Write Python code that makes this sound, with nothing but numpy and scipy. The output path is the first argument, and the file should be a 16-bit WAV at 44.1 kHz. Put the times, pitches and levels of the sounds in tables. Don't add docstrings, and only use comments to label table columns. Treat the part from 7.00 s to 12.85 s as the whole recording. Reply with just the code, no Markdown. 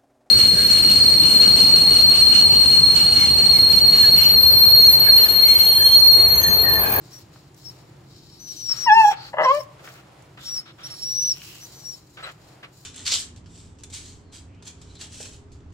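import sys
import numpy as np
from scipy import signal
from scipy.fft import rfft, irfft, next_fast_len
from scipy.io import wavfile
from scipy.ndimage import uniform_filter1d

SR = 44100
rng = np.random.default_rng(int(sys.argv[2]) if len(sys.argv) > 2 else 0)


def generate_wav(sig):
    pcm = np.round(np.clip(np.atleast_2d(sig).T, -1, 1) * 32767).astype(np.int16)
    wavfile.write(sys.argv[1], SR, pcm)


N = 257984
TIME = np.arange(N) / SR
FREQS = np.fft.rfftfreq(N, 1 / SR)


def whine_arches(attack_s=0.017, release_s=0.012):
    # (start [s], length [s], crest position [0-1], start pitch [Hz], crest pitch [Hz], end pitch [Hz],
    #  bend [1 even slide, 4 late plunge], relative start level [dB], relative end level [dB])
    arches = [ (.115, 0.081, .26, 4930, 5760, 5610, 1.2, -47, -51.5),
              (.64, 0.071, 0.76, 5350, 5460, 5500, 2.4, -42, -40.5),
              (1.305, .085, .25, 5500, 5520, 5424, 1, -55, -61),
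              (1.388, 0.15, 0.16, 5780, 5980, 5720, 1.27, -49.5, -36.5),
              (1.553, 0.13, .25, 5920, 5920, 5530, 1.3, -46.5, -31.5),
              (1.675, 0.062, 0.13, 5640, 5560, 5403, 1.53, -30, -17.5),
              (1.757, 0.12, 0.53, 5660, 5760, 5340, 1.2, -36.5, -30.5),
              (1.91, 0.068, 1, 5300, 5500, 5550, 1, -31.5, -40.5),
              (1.98, 0.15, .88, 5560, 5650, 5540, 3.1, -46.5, -38.5),
              (2.432, 0.026, 0.62, 5320, 5620, 5600, 2.4, -33, -31),
              (2.59, 0.032, 0.28, 5440, 5460, 5400, 1, -36, -44),
              (3.425, 0.058, 0.87, 5470, 5560, 5600, 1.04, -61, -30),
              (3.475, 0.13, 0.31, 5420, 5680, 5070, 2.4, -33, -28.5),
              (3.83, 0.049, 1, 5300, 5680, 5660, 1.7, -33.5, -35.5),
              (3.897, .065, 0.14, 5670, 5560, 5320, 0.96, -35, -43),
              (3.95, 0.096, .5, 5600, 5530, 5520, 1, -47, -41),
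              (4.015, .318, 0.7, 5500, 5840, 5080, 4.8, -32.5, -21.5),
              (4.6, 0.061, .8, 5550, 5960, 6000, 1.8, -51, -41.5),
              (4.735, .115, .15, 6170, 6020, 5700, 1.5, -49.5, -52),
              (4.838, 0.12, 0.57, 5500, 5750, 5200, 1.6, -39, -40.5),
              (5.229, 0.031, 0.29, 3960, 4036, 3890, 1.16, -34.5, -39)]
    pitch_hz, strength = np.full(N, float(arches[0][3])), np.zeros(N)
    for start, length, share, start_hz, crest_hz, end_hz, bend, start_db, end_db in arches:
        crest, end = start + share * length, start + length
        scoop_hz = (start_hz - crest_hz) * (1 - progress(start, crest)) ** 2
        slide_hz = (end_hz - crest_hz) * progress(crest, end) ** bend
        pitch_hz = np.where(TIME >= start, crest_hz + scoop_hz + slide_hz, pitch_hz)
        swell = envelope(start, end, attack_s, release_s, end_db - start_db)
        strength += undb((start_db + end_db) / 2) * swell
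    return uniform_filter1d(pitch_hz, size=200), strength


def whines(jitter=0.0017, waver=0.0014, squeak=0.02, flutter_db=1.5, octave_db=-32, gain_db=1):
    # (start [s], length [s])
    breaks = [(1.829, 0.035), (2.438, .022)]
    hz, strength = whine_arches()
    broken = sum(envelope(s, s + length, attack_s=0.012, release_s=0.012) for s, length in breaks)
    detune = jitter * wander(120) + waver * wander(35) + squeak * broken * wander(400)
    phase = 2 * np.pi * np.cumsum(hz * (1 + detune)) / SR
    strength = np.sqrt(2) * strength * undb(gain_db + flutter_db * wander(60))
    whistle = place(strength * np.sin(phase), lead_ms=0.13, pan_db=4)
    octave = np.sqrt(strength) * undb(octave_db + wander(23)) * np.sin(2 * phase)
    return whistle + place(octave, lead_ms=0.14, pan_db=-5)


def yelps(jitter=0.0047, room_flutter_db=0.96, rasp_db=-22, core_gain_db=1, upper_gain_db=-3):
    # (time [s], pitch [Hz], fundamental [dB], octave [dB], overtones [dB])
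    high_yelp = [(1.862, 995, -29, -46, -62.5), (1.876, 939, -15, -24.5, -29.5),
                 (1.904, 830.5, -14, -17.5, -32.5), (1.936, 872, -9, -21, -39.5),
                 (1.948, 897, -15, -23.5, -36.5), (1.968, 904.2, -10, -24.5, -25.5),
                 (2.01, 887.4, -8, -26.5, -24), (2.03, 873, -13, -29.5, -35),
                 (2.056, 824.3, -11, -30, -43.5), (2.094, 840, -15.5, -30.5, -50.5),
                 (2.104, 835.4, -33.5, -49.5, -44), (2.116, 811, -16.5, -45, -52),
                 (2.128, 792, -34.5, -43.5, -44.5)]
    low_yelp = [(2.448, 539.4, -35.5, -23, -40), (2.462, 524, -26, -12.5, -49),
                (2.48, 499.8, -29.5, -16.5, -43.5), (2.516, 551.6, -26.5, -13.5, -46.5),
                (2.53, 570.7, -25.5, -32, -56), (2.554, 587.3, -21, -32, -47.5),
                (2.588, 596, -20.5, -50, -56.5), (2.602, 565, -32, -48, -68), (2.61, 521.3, -49, -32, -53)]
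    # (frequency [Hz], gain [dB])
    throat = [(1500, 9), (2100, 14), (2700, 5), (3330, 11.5), (3600, -29), (4400, -10.5), (5400, -18.5),
              (6700, -25.5), (9000, -46), (15000, -58.5)]
    gate, hz, fundamental_db, octave_db, upper_db = phrases([high_yelp, low_yelp])
    hz = hz * (1 + jitter * wander(180))
    phase = 2 * np.pi * np.cumsum(hz) / SR
    core = undb(fundamental_db) * np.sin(phase) + undb(octave_db) * np.sin(2 * phase)
    overtones = sum(gain_at(k * hz, throat) * np.sin(k * phase) for k in range(3, 13))
    rasp = undb(rasp_db) * colour(rng.standard_normal(N) * (1 + np.cos(phase)), throat)
    upper = undb(upper_db + upper_gain_db) * (overtones + rasp)
    voice = place(undb(core_gain_db) * core, lead_ms=0.098, pan_db=2.8)
    voice += place(upper, lead_ms=0.14, pan_db=-2.5)
    return np.sqrt(2) * gate * undb(room_flutter_db * wander(35)) * voice


def growl(pulse_hz=155, unevenness=0.16, air_ratio=0.66, catch_s=0.0072, gain_db=19):
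    # (time [s], relative level [dB])
    flapping = [(2.383, -32), (2.389, -28), (2.453, -28.5), (2.475, -58)]
    # (time [s], relative energy [dB])
    catches = [(2.334, -17), (2.341, -10), (2.371, -10.5), (2.374, -21.5), (2.384, -1.5)]
    # (centre [Hz], width [Hz], gain [dB])
    modes = [(145, 47, -3), (592, 74, 9), (910, 195, 4.5), (1250, 150, 1.5), (1684, 73, 3), (2013, 44, 4.5),
             (2660, 510, -22), (2900, 380, -9)]
    gate, level_db = phrases([flapping])
    cycles = np.cumsum(pulse_hz * np.exp(unevenness * wander(202))) / SR
    slaps = np.diff(np.floor(cycles), prepend=0)
    puffs = np.exp(-(cycles % 1) / 1.05) * rng.standard_normal(N)
    drive = unit(unit(slaps) + air_ratio * unit(puffs)) * gate * undb(level_db + gain_db)
    for s, energy_db in catches:
        push = np.exp(-(2 * (TIME - s) / catch_s) ** 2) * rng.standard_normal(N)
        drive += undb(energy_db + gain_db) * push / np.sqrt(np.sum(push ** 2))
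    voice = sum((-1) ** k * undb(db) * resonate(drive, hz, width_hz)
                for k, (hz, width_hz, db) in enumerate(modes))
    voice = signal.sosfilt(signal.butter(2, 380, "highpass", fs=SR, output="sos"), voice)
    return signal.sosfilt(signal.butter(6, 3100, fs=SR, output="sos"), voice)


def nose(rest_db=-70.5, flutter_db=1.85, gain_db=1):
    # (start [s], end [s], low hiss [dB], high hiss [dB], growth [dB])
    pushes = [(-0.004, 0.264, -59, -61.5, -9), (0.273, 0.515, -65.5, -71, -7), (0.546, .78, -58.5, -61, -8),
              (.74, 0.937, -68, -73, -27), (1.033, 1.447, -59, -70, 7), (1.39, 1.875, -45.5, -50, 7.5),
              (1.893, 2.15, -50.5, -47.5, 6.5), (2.191, 2.344, -57, -60, -5),
              (2.4, 2.622, -43.5, -54.5, -12.5), (2.796, 3.04, -65.5, -64, -20),
              (3.383, 3.628, -49, -50.5, -4), (3.786, 4.361, -48, -54, 10.5), (4.357, 5.006, -55, -55, 4.5),
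              (4.966, 5.354, -68, -67, 11), (5.372, 5.572, -64, -67, -3), (5.705, 5.876, -64.5, -62, -4)]
    # (centre [Hz], width [Hz], gain [dB])
    wide_modes = [(2970, 1300, -10.5), (3180, 330, -2.5), (4120, 690, 1.5), (4588, 1200, 5),
                  (5220, 370, 2.5)]
    narrow_modes = [(7154, 1500, 2.5), (7930, 900, -7.5), (11440, 2100, -11), (14200, 5600, -6.5)]
    low = high = undb(rest_db)
    for start, end, low_db, high_db, growth_db in pushes:
        flow = envelope(start, end, attack_s=0.1, release_s=0.057, growth_db=growth_db)
        low = low + flow * undb(low_db + gain_db)
        high = high + flow * undb(high_db + gain_db)
    return (low * hiss(wide_modes) + high * hiss(narrow_modes)) * undb(flutter_db * wander(45))


def snorts(flutter_db=1.0, gain_db=3):
    # (start [s], length [s], relative level [dB])
    blasts = [(1.688, 0.38, -50), (2.108, 0.045, -37), (2.159, .15, -50.5), (2.79, 0.026, -50),
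              (2.838, .09, -51.5), (2.937, 0.085, -55.5), (3.052, 0.062, -68), (3.371, 0.043, -49),
              (3.406, 0.24, -57), (3.654, 0.072, -53), (3.782, 0.183, -54), (5.168, .06, -45.5),
              (5.224, .095, -42.5), (5.627, 0.04, -44.5)]
    # (frequency [Hz], gain [dB])
    spectrum = [(250, -18.5), (570, -6), (950, -10), (1300, 0.5), (1650, -4), (2300, -5.5), (3200, -7.5),
                (4500, -15), (7000, -29.5), (10000, -35)]
    flow = sum(undb(db) * envelope(s, s + length, attack_s=0.005, release_s=0.02, growth_db=-1.5)
               for s, length, db in blasts)
    return flow * undb(gain_db + flutter_db * wander(160)) * colour(noise_pair(0.65), spectrum)


def gasps():
    # (start [s], end [s], resonance [Hz], width [Hz], level [dB])
    breaths = [(2.156, 2.307, 4423, 770, -44), (3.388, 3.52, 3540, 712, -48.5),
               (3.65, 3.725, 3690, 1200, -52.5), (3.78, 3.922, 3350, 800, -51),
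               (4.328, 4.633, 2810, 746, -49.5)]
    out = np.zeros((2, N))
    for start, end, hz, width_hz, db in breaths:
        swell = np.sqrt(np.abs(np.sin(np.pi * progress(start, end))))
        out += undb(db) * swell * hiss([(hz, width_hz, 0)])
    return out


def gloves(slip_db=5.5, gain_db=1):
    # (start [s], length [s], relative level [dB])
    strokes = [(0.109, 0.13, -53), (0.558, .055, -54), (0.633, .16, -62), (2.525, 0.13, -49),
               (2.83, 0.19, -56), (4.335, 0.096, -49), (4.41, 0.28, -49.5), (4.658, 0.14, -65)]
    # (frequency [Hz], gain [dB])
    spectrum = [(1000, 1.5), (3300, -0.5), (5500, 7), (8000, 0), (9400, -4), (12000, -0.5), (15500, 2.5)]
    pressure = sum(undb(db) * envelope(s, s + length, attack_s=0.024, release_s=0.023, growth_db=-9.5)
                   for s, length, db in strokes)
    crackle = noise_pair(0.067) * undb(slip_db * wander(1200))
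    return pressure * undb(gain_db) * colour(crackle, spectrum)


def clicks(decay_s=0.0033, relative_width=0.92):
    # (time [s], peak [dB], centre [Hz])
    contacts = [(.359, -41.5, 1070), (.545, -42, 8100), (2.548, -26.5, 8000), (2.875, -29.5, 1630),
                (3.223, -43, 7980), (4.417, -31.5, 2800), (5.274, -31, 1240)]
    out = np.zeros(N)
    age = np.arange(SR // 20) / SR
    for s, peak_db, hz in contacts:
        crack = rng.standard_normal(len(age)) * np.exp(-age / decay_s)
        width_hz = hz * relative_width
        ring = resonate(resonate(crack, hz, width_hz), hz, width_hz)
        start = int(s * SR)
        out[start:start + len(age)] += undb(peak_db) * ring / np.abs(ring).max()
    return out


def room(x, t60_s=0.45, build_s=0.023, tail_db=-17, damp_hz=3500):
    # (left delay [s], right delay [s], gain before damping [dB])
    echoes = [(.0052, .0058, -15), (0.0129, 0.013, -9), (.021, .0225, -14)]
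    age = np.arange(SR // 2) / SR
    decay = np.exp(-np.log(1000) * age / t60_s) * np.minimum(age / build_s, 1)
    response = rng.standard_normal((2, len(age))) * decay
    response *= undb(tail_db) / np.sqrt(np.sum(response ** 2) / 2)
    for left_s, right_s, db in echoes:
        response[0, int(left_s * SR)] += undb(db)
        response[1, int(right_s * SR)] += undb(db)
    response = signal.lfilter(*signal.butter(1, damp_hz, fs=SR), response)
    return x + signal.fftconvolve(x, response, axes=1)[:, :N]


def background(hum_waver_db=0.5, air_db=-57, air_waver_db=2.4):
    # (time [s], level [dB])
    hum_levels = [(0, -49.5), (1.2, -49.5), (2.8, -53), (4.2, -50.5), (5.85, -53)]
    # (frequency [Hz], gain [dB])
    hum_spectrum = [(15, -79), (25, -32), (37, -21), (59, -9.5), (80, -10.5), (103, -6), (129, 1.5),
                    (200, -12), (261, -18), (292, -10), (356, -10.5), (425, -21), (500, -25), (650, -66.5),
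                    (1100, -120)]
    air_spectrum = [(250, -14.5), (450, -3.5), (800, -4), (1500, -11), (3000, -16), (6000, -25),
                    (10000, -29.5), (15500, -43.5)]
    hum_db, = curves(hum_levels)
    hum = undb(hum_db + hum_waver_db * wander(7)) * colour(noise_pair(0.98), hum_spectrum)
    air = undb(air_db + air_waver_db * wander(2.8)) * colour(noise_pair(0.34), air_spectrum)
    return hum + air


def undb(db):
    return 10 ** (np.asarray(db) / 20)


def unit(x):
    return x / np.sqrt(np.mean(x ** 2))


def curves(rows):
    s, *columns = np.transpose(rows)
    return [np.interp(TIME, s, c) for c in columns]


def phrases(tables):
    gate = sum((TIME >= rows[0][0]) & (TIME < rows[-1][0]) for rows in tables) > 0
    return [uniform_filter1d(gate * 1., size=200)] + curves(np.vstack(tables))


def progress(start, end):
    return np.clip((TIME - start) / max(end - start, .001), 0, 1)


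def envelope(start, end, attack_s, release_s, growth_db=0):
    out, during = np.zeros(N), (TIME > start) & (TIME < end)
    t = TIME[during]
    edges = np.minimum((t - start) / attack_s, 1) * np.minimum((end - t) / release_s, 1)
    out[during] = edges * undb(growth_db * ((t - start) / (end - start) - .5))
    return out


def gain_at(hz, spectrum):
    points_hz, db = np.transpose(spectrum)
    return undb(np.interp(np.log(hz + 1), np.log(points_hz), db))


def colour(x, spectrum):
    low_skirt = np.minimum(FREQS / spectrum[0][0], 1) ** 2
    high_skirt = np.minimum(spectrum[-1][0] / (FREQS + 1), 1) ** 2
    return unit(irfft(rfft(x) * gain_at(FREQS, spectrum) * low_skirt * high_skirt, N))


def noise_pair(correlation):
    mid, side = rng.standard_normal((2, N))
    sides = np.array([side, -side])
    return (np.sqrt(1 + correlation) * mid + np.sqrt(1 - correlation) * sides) / np.sqrt(2)


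def wander(hz):
    size = next_fast_len(N, real=True)
    lowpass = np.exp(-(np.fft.rfftfreq(size, 1 / SR) / hz) ** 2)
    return unit(irfft(rfft(rng.standard_normal(size)) * lowpass, size)[:N])


def resonate(x, hz, width_hz):
    return signal.lfilter(*signal.iirpeak(hz, hz / width_hz, fs=SR), x)


def hiss(modes):
    air = noise_pair(0.3)
    return unit(sum(undb(db) * resonate(resonate(air, hz, width_hz), hz, width_hz)
                    for hz, width_hz, db in modes))


def place(x, lead_ms, pan_db):
    left, right = np.broadcast_to(x, (2, N))
    late = irfft(rfft(right) * np.exp(-2j * np.pi * FREQS * lead_ms / 1000), N)
    return np.array([left * undb(pan_db / 2), late * undb(-pan_db / 2)])


def scene():
    # (time [s], left minus right [dB])
    head_turns = [(.7, 4), (1.45, 3.5), (1.72, 4.5), (2.05, 7.5), (2.6, 5.5), (3.5, -0.5), (4.0, -6),
                  (4.22, 2), (4.33, -3.5), (4.9, 2.5)]
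    turn_db, = curves(head_turns)
    cries = yelps() + place(growl(), lead_ms=0.14, pan_db=2.5)
    breath = place(snorts() + gasps(), lead_ms=0.15, pan_db=1.0)
    nasal = whines() + place(nose(), lead_ms=0.16, pan_db=-0.5)
    nasal *= undb(np.array([turn_db, -turn_db]) / 2)
    hands = place(gloves() + clicks(), lead_ms=0.039, pan_db=0.5)
    return room(cries + breath + nasal + hands) + background()


def record(dry):
    cutoff_hz = 15750
    return signal.sosfilt(signal.ellip(10, .2, 70, cutoff_hz, fs=SR, output="sos"), dry)


dry = scene()
out = record(dry)
generate_wav(out)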